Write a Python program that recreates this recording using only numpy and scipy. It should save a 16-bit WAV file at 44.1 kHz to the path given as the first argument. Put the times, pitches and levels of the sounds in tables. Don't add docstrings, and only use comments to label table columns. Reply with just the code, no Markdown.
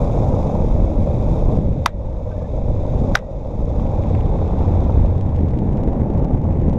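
import sys
import numpy as np
from scipy import signal
from scipy.fft import rfft, irfft, next_fast_len
from scipy.io import wavfile
from scipy.ndimage import uniform_filter1d, minimum_filter1d

SR = 44100
rng = np.random.default_rng(int(sys.argv[2]) if len(sys.argv) > 2 else 0)


def pcm_store(signal):
    levels = np.round(np.clip(np.atleast_2d(signal), -1, 1) * 32767)
    wavfile.write(sys.argv[1], SR, levels.astype(np.int16).T)


N = 298998
TIME = np.arange(N) / SR


def from_db(db):
    return 10 ** (np.asarray(db) / 20)


def rms_one(x):
    return x / np.sqrt(np.mean(x ** 2) + 1e-20)


def curve(rows):
    return np.interp(TIME, *np.transpose(rows))


def ramp(start_s, length_s):
    return np.clip((TIME - start_s) / length_s, 0, 1)


def bump(s, half_s):
    return np.cos(np.pi / 2 * np.minimum(np.abs(TIME - s) / half_s, 1)) ** 2


def decay(t, t60):
    return np.exp(-np.log(1000) * t / t60)


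def swell(t, peak_s, steepness):
    return (t / peak_s * np.exp(1 - t / peak_s)) ** steepness


def coloured(x, gain_at):
    size = next_fast_len(N + SR // 10)
    hz = np.maximum(np.arange(size // 2 + 1) * SR / size, 1)
    return irfft(rfft(x, size) * rms_one(gain_at(hz)), size)[:N]


def contour(spectrum, rolloff_db_per_octave=18):
    points, db = np.transpose(spectrum)

    def gain_at(hz):
        octaves_above = np.maximum(np.log2(hz / points[-1]), 0)
        level = np.interp(np.log(hz), np.log(points), db)
        return from_db(level - rolloff_db_per_octave * octaves_above)
    return gain_at


def shaped(gain_at):
    return rms_one(coloured(rng.standard_normal(N + SR // 10), gain_at))


def noise(spectrum):
    return shaped(contour(spectrum))


def resonant_noise(centre_hz, width_hz):
    return shaped(lambda hz: 1 / (1 + ((hz ** 2 - centre_hz ** 2) / (hz * width_hz)) ** 2))


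def flutter(rate, depth_db):
    return from_db(depth_db * shaped(lambda hz: 1 / (1 + (hz / rate) ** 2)))


def grains(per_s, spectrum):
    clicks = (rng.random(N) < per_s / SR) * rng.uniform(-1.1, 1, N)
    return rms_one(coloured(clicks, contour(spectrum)))


def ticks(rows, spectrum):
    envelope, t = np.zeros(N + SR), TIME[:SR // 10]
    for s, db, t60 in rows:
        start = round(s * SR)
        envelope[start:start + len(t)] += from_db(db) * decay(t, t60)
    return uniform_filter1d(envelope[:N], size=24) * noise(spectrum)


CROSSWIND_S, CROSSWIND_TAKES_S = 3.65, 0.58
# t/s, level/dB
AIR_STREAM = [(0, -21.5), (1.05, -23.5), (1.6, -21), (1.8, -27), (2.0, -25), (2.35, -28.5), (2.8, -27),
              (3.05, -21.5), (3.3, -26), (3.7, -22), (4.35, -24.5), (4.75, -22.5), (5.2, -26),
              (5.75, -20.5), (6.25, -21), (6.65, -21)]


def air_levels(mean_db=-24, buffet_db=-17.5, buffet_follows=0.17, buffet_cross_db=-3.0,
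               crackle_db=-66, crackle_follows=0.34, crackle_cross_db=9):
    stream = curve(AIR_STREAM) - mean_db
    across = ramp(CROSSWIND_S, CROSSWIND_TAKES_S)
    buffet = buffet_db + buffet_follows * stream + buffet_cross_db * across
    turbulence = mean_db + stream
    crackle = crackle_db + crackle_follows * stream + crackle_cross_db * across
    return from_db([buffet, turbulence, crackle])


# t/s, half length/s, level/dB
GUSTS = [(0.784, 0.26, -19), (1.704, 0.18, -19.5), (2.097, .3, -13), (3.662, 0.45, -16.5),
         (5.015, 0.13, -13)]


def gusts():
    level = sum(from_db(db) * bump(s, half_s) for s, half_s, db in GUSTS)
    return level * resonant_noise(centre_hz=36, width_hz=54)


# start t/s, length/s, level/dB
THROBS = [(4.017, 0.18, -21), (5.066, 0.44, -16.5)]
THROB_HZ, THROB_FADE_S = 83, 0.022


def throb():
    hz = THROB_HZ * flutter(rate=8, depth_db=.5)
    level = np.zeros(N)
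    for s, length, db in THROBS:
        to_nearest_end = np.minimum(TIME - s, s + length - TIME)
        level += from_db(db) * np.clip(to_nearest_end / THROB_FADE_S, 0, 1)
    return level * flutter(rate=15, depth_db=1.0) * np.sin(2 * np.pi * np.cumsum(hz) / SR)


# t/s, level/dB
SHEDDING = [(0, -41), (3.6, -37), (4.05, -18), (4.4, -22.5), (4.7, -14.5), (5.0, -20), (5.2, -23.5),
            (5.55, -19.5), (5.8, -25.5), (6.78, -18)]


def shed_eddies():
    return from_db(curve(SHEDDING)) * resonant_noise(centre_hz=78.8, width_hz=40.6)


# f/Hz, level/dB per Hz
BUFFET = [(8, -1.5), (18, -7.5), (30, 5), (55, -0.5), (100, -2.5), (135, -8.5), (220, -35.5), (500, -93.5)]
TURBULENCE = [(60, -23.5), (125, 0.5), (220, -3), (310, -8), (420, -13), (650, -22.5), (850, -23.5),
              (1300, -53.5), (2200, -54), (4200, -73.5), (7000, -72), (12000, -94.5)]
CRACKLE = [(700, -12.5), (1400, 5), (2000, 6), (2500, 1.5), (3000, -7.5), (3700, -4.5), (4300, -15.5),
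           (6700, -13.5), (8200, -23.5), (10500, -25.5), (12500, -45)]
CRACKLES_PER_S, CRACKLE_GROWTH_DB = 3000, 4.2


def wind(suction_db=2.5):
    buffet, turbulence, crackle = air_levels()
    lumps = buffet * noise(BUFFET) + shed_eddies() + throb() + gusts()
    local_rms = np.sqrt(uniform_filter1d(lumps ** 2, size=20000))
    pressure = np.clip(lumps / local_rms, -2.6, 2.6)
    flare = from_db(-suction_db * pressure)
    breaking = rms_one(from_db(CRACKLE_GROWTH_DB * np.abs(pressure)))
    rushing = turbulence * flare * noise(TURBULENCE)
    return lumps + rushing + crackle * breaking * grains(CRACKLES_PER_S, CRACKLE)


# t/s, level/dB of the main click
SPITS = [(3.8061, -34), (4.017, -34), (4.0373, -30), (4.101, -30), (4.4783, -30), (4.5905, -29),
         (4.6443, -30), (4.8065, -30), (4.8463, -30), (4.9065, -30), (4.9516, -33), (5.0614, -28),
         (5.1561, -35), (5.1813, -32), (5.2111, -25.5), (5.2925, -31), (5.3591, -31), (5.3644, -27.5),
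         (5.3838, -32), (5.4072, -33), (5.4873, -30.5), (5.5081, -31), (5.5754, -33), (5.5889, -25.5),
         (5.7324, -31), (5.7728, -28), (5.8367, -27), (5.9322, -32), (6.1038, -32.5), (6.1375, -33),
         (6.1796, -31), (6.1941, -32.5), (6.2459, -26.5), (6.251, -35), (6.3732, -34), (6.4173, -33),
         (6.4411, -32), (6.5256, -33.5), (6.6012, -33.5), (6.6177, -32.5), (6.6838, -33), (6.698, -29),
         (6.732, -28), (6.738, -33)]
# f/Hz, level/dB
SPIT_SPECTRUM = [(700, -5), (1400, 2), (2600, 2), (3700, -1.5), (4300, -6), (6700, -8), (8200, -17),
                 (10500, -21), (12000, -33), (16000, -48)]
SPIT_CRUMBLE_S, SPIT_CRUMBLE_DB = .003, -9


def spits(count=3):
    clicks = np.zeros(N)
    for s, db in SPITS:
        offsets, sizes = rng.uniform(-1, 1, (2, count))
        places = np.round((s + SPIT_CRUMBLE_S * offsets) * SR).astype(int)
        clicks[places] += from_db(db + SPIT_CRUMBLE_DB) * np.sign(sizes)
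        clicks[round(s * SR)] += from_db(db)
    return coloured(clicks, contour(SPIT_SPECTRUM))


# t/s, level/dB re cruising
ROAD_LOAD = [(0, 4.5), (.35, 4.5), (.95, -2), (1.33, 2), (1.58, 0), (1.69, -8.5), (1.85, -7), (2.05, 0.5),
             (2.75, -4.5), (3.1, 0.5), (4.0, 2.5), (4.25, 1), (4.75, 3), (5.4, -4.5), (6.05, 0),
             (6.78, -3.5)]
SHADOW_S, SHADOW_TAKES_S = 4.85, 1.3


def wheel_level(db, follows, carve_db, shadow_db):
    carve = carve_db * ramp(CROSSWIND_S, CROSSWIND_TAKES_S)
    shadow = shadow_db * ramp(SHADOW_S, SHADOW_TAKES_S)
    return from_db(db + follows * curve(ROAD_LOAD) + carve + shadow)


JOLT_DB, JOLT_FADE_S = 4.5, 0.62


def jolts():
    hardest_db = max(db for _, db, *_ in KNOCKS)
    lift_db = np.zeros(N)
    for s, db, *_ in KNOCKS:
        settling = (TIME > s) * np.exp(-np.abs(TIME - s) / JOLT_FADE_S)
        lift_db += JOLT_DB * from_db(db - hardest_db) * settling
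    return from_db(lift_db)


# f/Hz, level/dB per Hz
DRONE = [(300, -40), (420, -19), (475, -4), (545, 0), (625, -2.5), (665, -17), (760, -32)]
ROAR = [(330, -28.5), (410, -1.5), (470, 6), (600, 0.5), (700, -1), (780, 0.5), (1000, -7), (1200, -16),
        (1500, -26.5), (1800, -43), (3000, -68.5)]
WHIRR = [(1200, -10.5), (1800, -6), (2200, 1), (2550, -1), (2950, -13), (3250, -6), (3650, 0.5),
         (3900, -5.5), (4200, -12), (6000, -31.5)]
HISS = [(2500, -11.5), (4200, -12), (4800, 1), (5500, 1), (6700, 1.5), (7600, -5.5), (8050, -14),
        (8450, -10), (9000, -18.5), (9700, -14.5), (11800, -16.5), (13000, -46)]
SIZZLE = [(7000, -33), (8450, 0), (9000, -13), (9700, -3), (11000, -1), (12000, -3), (13000, -30)]
ROAR_DB, SIZZLE_DB = -32.5, -76
TURN_S, TURN_TAKES_S = 1.54, .2


def wheels():
    deck = jolts() * wheel_level(db=-31.0, follows=0.38, carve_db=-8.5, shadow_db=2.5) * noise(DRONE)
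    contact = from_db(ROAR_DB + curve(ROAD_LOAD)) * noise(ROAR)
    bearings = wheel_level(db=-55.5, follows=0.43, carve_db=-1.5, shadow_db=-13.5) * noise(WHIRR)
    tread = wheel_level(db=-61.5, follows=.7, carve_db=-5.0, shadow_db=-8.0) * noise(HISS)
    straight = 1 - ramp(TURN_S, TURN_TAKES_S)
    sizzle = from_db(SIZZLE_DB + .5 * curve(ROAD_LOAD)) * straight * noise(SIZZLE)
    low = flutter(rate=99, depth_db=2.18) * (deck + contact)
    return low + flutter(rate=130, depth_db=1.5) * (bearings + tread + sizzle)


# t/s, f/Hz, level/dB
GRIT = [(3.7984, 3500, -45), (3.863, 2400, -45), (4.0365, 2400, -45), (4.1496, 2200, -37),
        (4.208, 2900, -45), (4.2585, 3300, -45)]


def grit():
    out = np.zeros(N)
    for s, hz, db in GRIT:
        spectrum = [(hz / 4, -14), (hz, 0), (1.5 * hz, -14), (3 * hz, -27)]
        out += ticks([(s, db, .025)], spectrum)
    return out


# t/s, f/Hz, half length/s, level/dB
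SQUEAKS = [(2.322, 1200, .02, -50), (2.325, 1545, 0.026, -47), (2.371, 1735, 0.022, -53),
           (2.409, 1750, .014, -56), (2.424, 1540, .012, -52), (2.426, 1205, .02, -45),
           (2.454, 1755, 0.026, -49)]


def squeaks():
    waver, rough = flutter(rate=160, depth_db=.3), flutter(rate=120, depth_db=3.5)
    warped_time = np.cumsum(waver) / SR
    chirps = np.zeros(N)
    for s, hz, half_s, db in SQUEAKS:
        chirps += from_db(db) * bump(s, half_s) * np.sin(2 * np.pi * hz * warped_time)
    return rough * chirps


# f/Hz, level/dB per Hz
CRACK = [(400, -13), (700, -14), (1100, 11.5), (2000, -5), (2600, -6), (3100, -25), (3700, -11),
         (4200, -19), (4800, -8), (6200, -9.5), (8000, -31), (9500, -28), (11500, -21), (16000, -37)]
# t/s, level/dB, t60/s
RATTLE = [(2.315, -43, .03), (2.421, -45, 0.036), (3.1457, -30, 0.023), (3.149, -30, .02),
          (3.1568, 8.5, 0.0054), (3.1705, -18, 0.0055), (3.1745, -21, 0.007), (3.1897, -20, 0.0061)]


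def rattle():
    return ticks(RATTLE, CRACK)


# f/Hz, level/dB, t60/s
CASE_MODES = [(680, -5, 0.04), (806, 1.5, 0.03), (1750, -3, 0.018), (1990, 6.5, 0.018), (2380, -3, 0.016),
              (2700, -3, 0.015), (3720, 0, 0.014), (4880, -6, 0.012), (5650, -10, 0.013), (6070, -7, .011)]


def case_ring(t):
    ring = np.zeros(len(t))
    for k, (hz, db, t60) in enumerate(CASE_MODES):
        ring += (-1) ** k * from_db(db) * decay(t, t60) * np.sin(2 * np.pi * hz * t)
    return ring


# t/s, level/dB, thud f/Hz as its swell peaks,
# sag/octaves over the swell, swell/s, then crack, case ring and pole ping level/dB re thud
KNOCKS = [(1.8595, 10.5, 1030, .05, .0035, -1, -7.5, -55), (3.1526, 12, 1500, .33, .0027, -15, -11, -50),
          (3.1712, -13.5, 1550, .1, .0026, -19, -9, -50)]
# f/Hz, level/dB per Hz
KNOCK_TAIL = [(300, -8), (700, 3), (1100, 3), (1600, 0), (2400, -4), (3000, -11), (3700, -5), (4300, -19),
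              (7000, -24)]
PING_HZ, PING_T60 = 1912, .38


def knocks(crack_peak_s=0.0018, tail_t60=0.087, tail_db=-20.5):
    out, crack, dull = np.zeros(N), noise(CRACK), noise(KNOCK_TAIL)
    t, waver = TIME[:SR // 2], flutter(rate=40, depth_db=1.5)
    contact = np.minimum(t / crack_peak_s, 1)
    ring = case_ring(t)
    for s, db, thud_hz, sag, swell_s, crack_db, ring_db, ping_db in KNOCKS:
        start = round(s * SR)
        span = slice(start, start + len(t))
        thud_pitch = thud_hz * 2 ** (sag * np.maximum(1 - t / swell_s, -1))
        thud = swell(t, swell_s, steepness=9) * np.sin(2 * np.pi * np.cumsum(thud_pitch) / SR)
        snap = from_db(crack_db) * swell(t, crack_peak_s, steepness=2.4) * crack[span]
        tail = from_db(tail_db) * decay(t, tail_t60) * dull[span]
        ping = from_db(ping_db) * decay(t, PING_T60) * np.sin(2 * np.pi * PING_HZ * t) * waver[span]
        body = contact * (from_db(ring_db) * ring + tail)
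        out[span] += from_db(db) * (thud + body + snap + ping)
    return out


def scene():
    air = wind() + spits()
    mount = knocks() + rattle()
    return (air + wheels() + grit() + squeaks() + mount)[None]


def held(db, db_per_s):
    return np.maximum.accumulate(db + db_per_s * TIME) - db_per_s * TIME


CEILING = .7
SLOW_RANGE_DB, RECOVERY_DB_PER_S, FAST_RECOVERY_DB_PER_S = 11, 12, 45


def gain_control(x):
    over = np.maximum(20 * np.log10(np.abs(x) / CEILING + 1e-9), 0)
    slow = held(np.minimum(over, SLOW_RANGE_DB), RECOVERY_DB_PER_S)
    fast = held(over, FAST_RECOVERY_DB_PER_S)
    gain_db = minimum_filter1d(-np.maximum(slow, fast), size=32)
    return x * from_db(uniform_filter1d(gain_db, size=32))


MIC_TOP, CUTOFF_HZ = 3.6, 17000


def record(dry):
    soft_start = ramp(0, .004)
    picked_up = MIC_TOP * np.tanh(dry[0] / MIC_TOP) * soft_start
    top_cut = signal.cheby2(12, 70, CUTOFF_HZ, fs=SR, output="sos")
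    return signal.sosfilt(top_cut, gain_control(picked_up))[None]


dry = scene()
out = record(dry)
pcm_store(out)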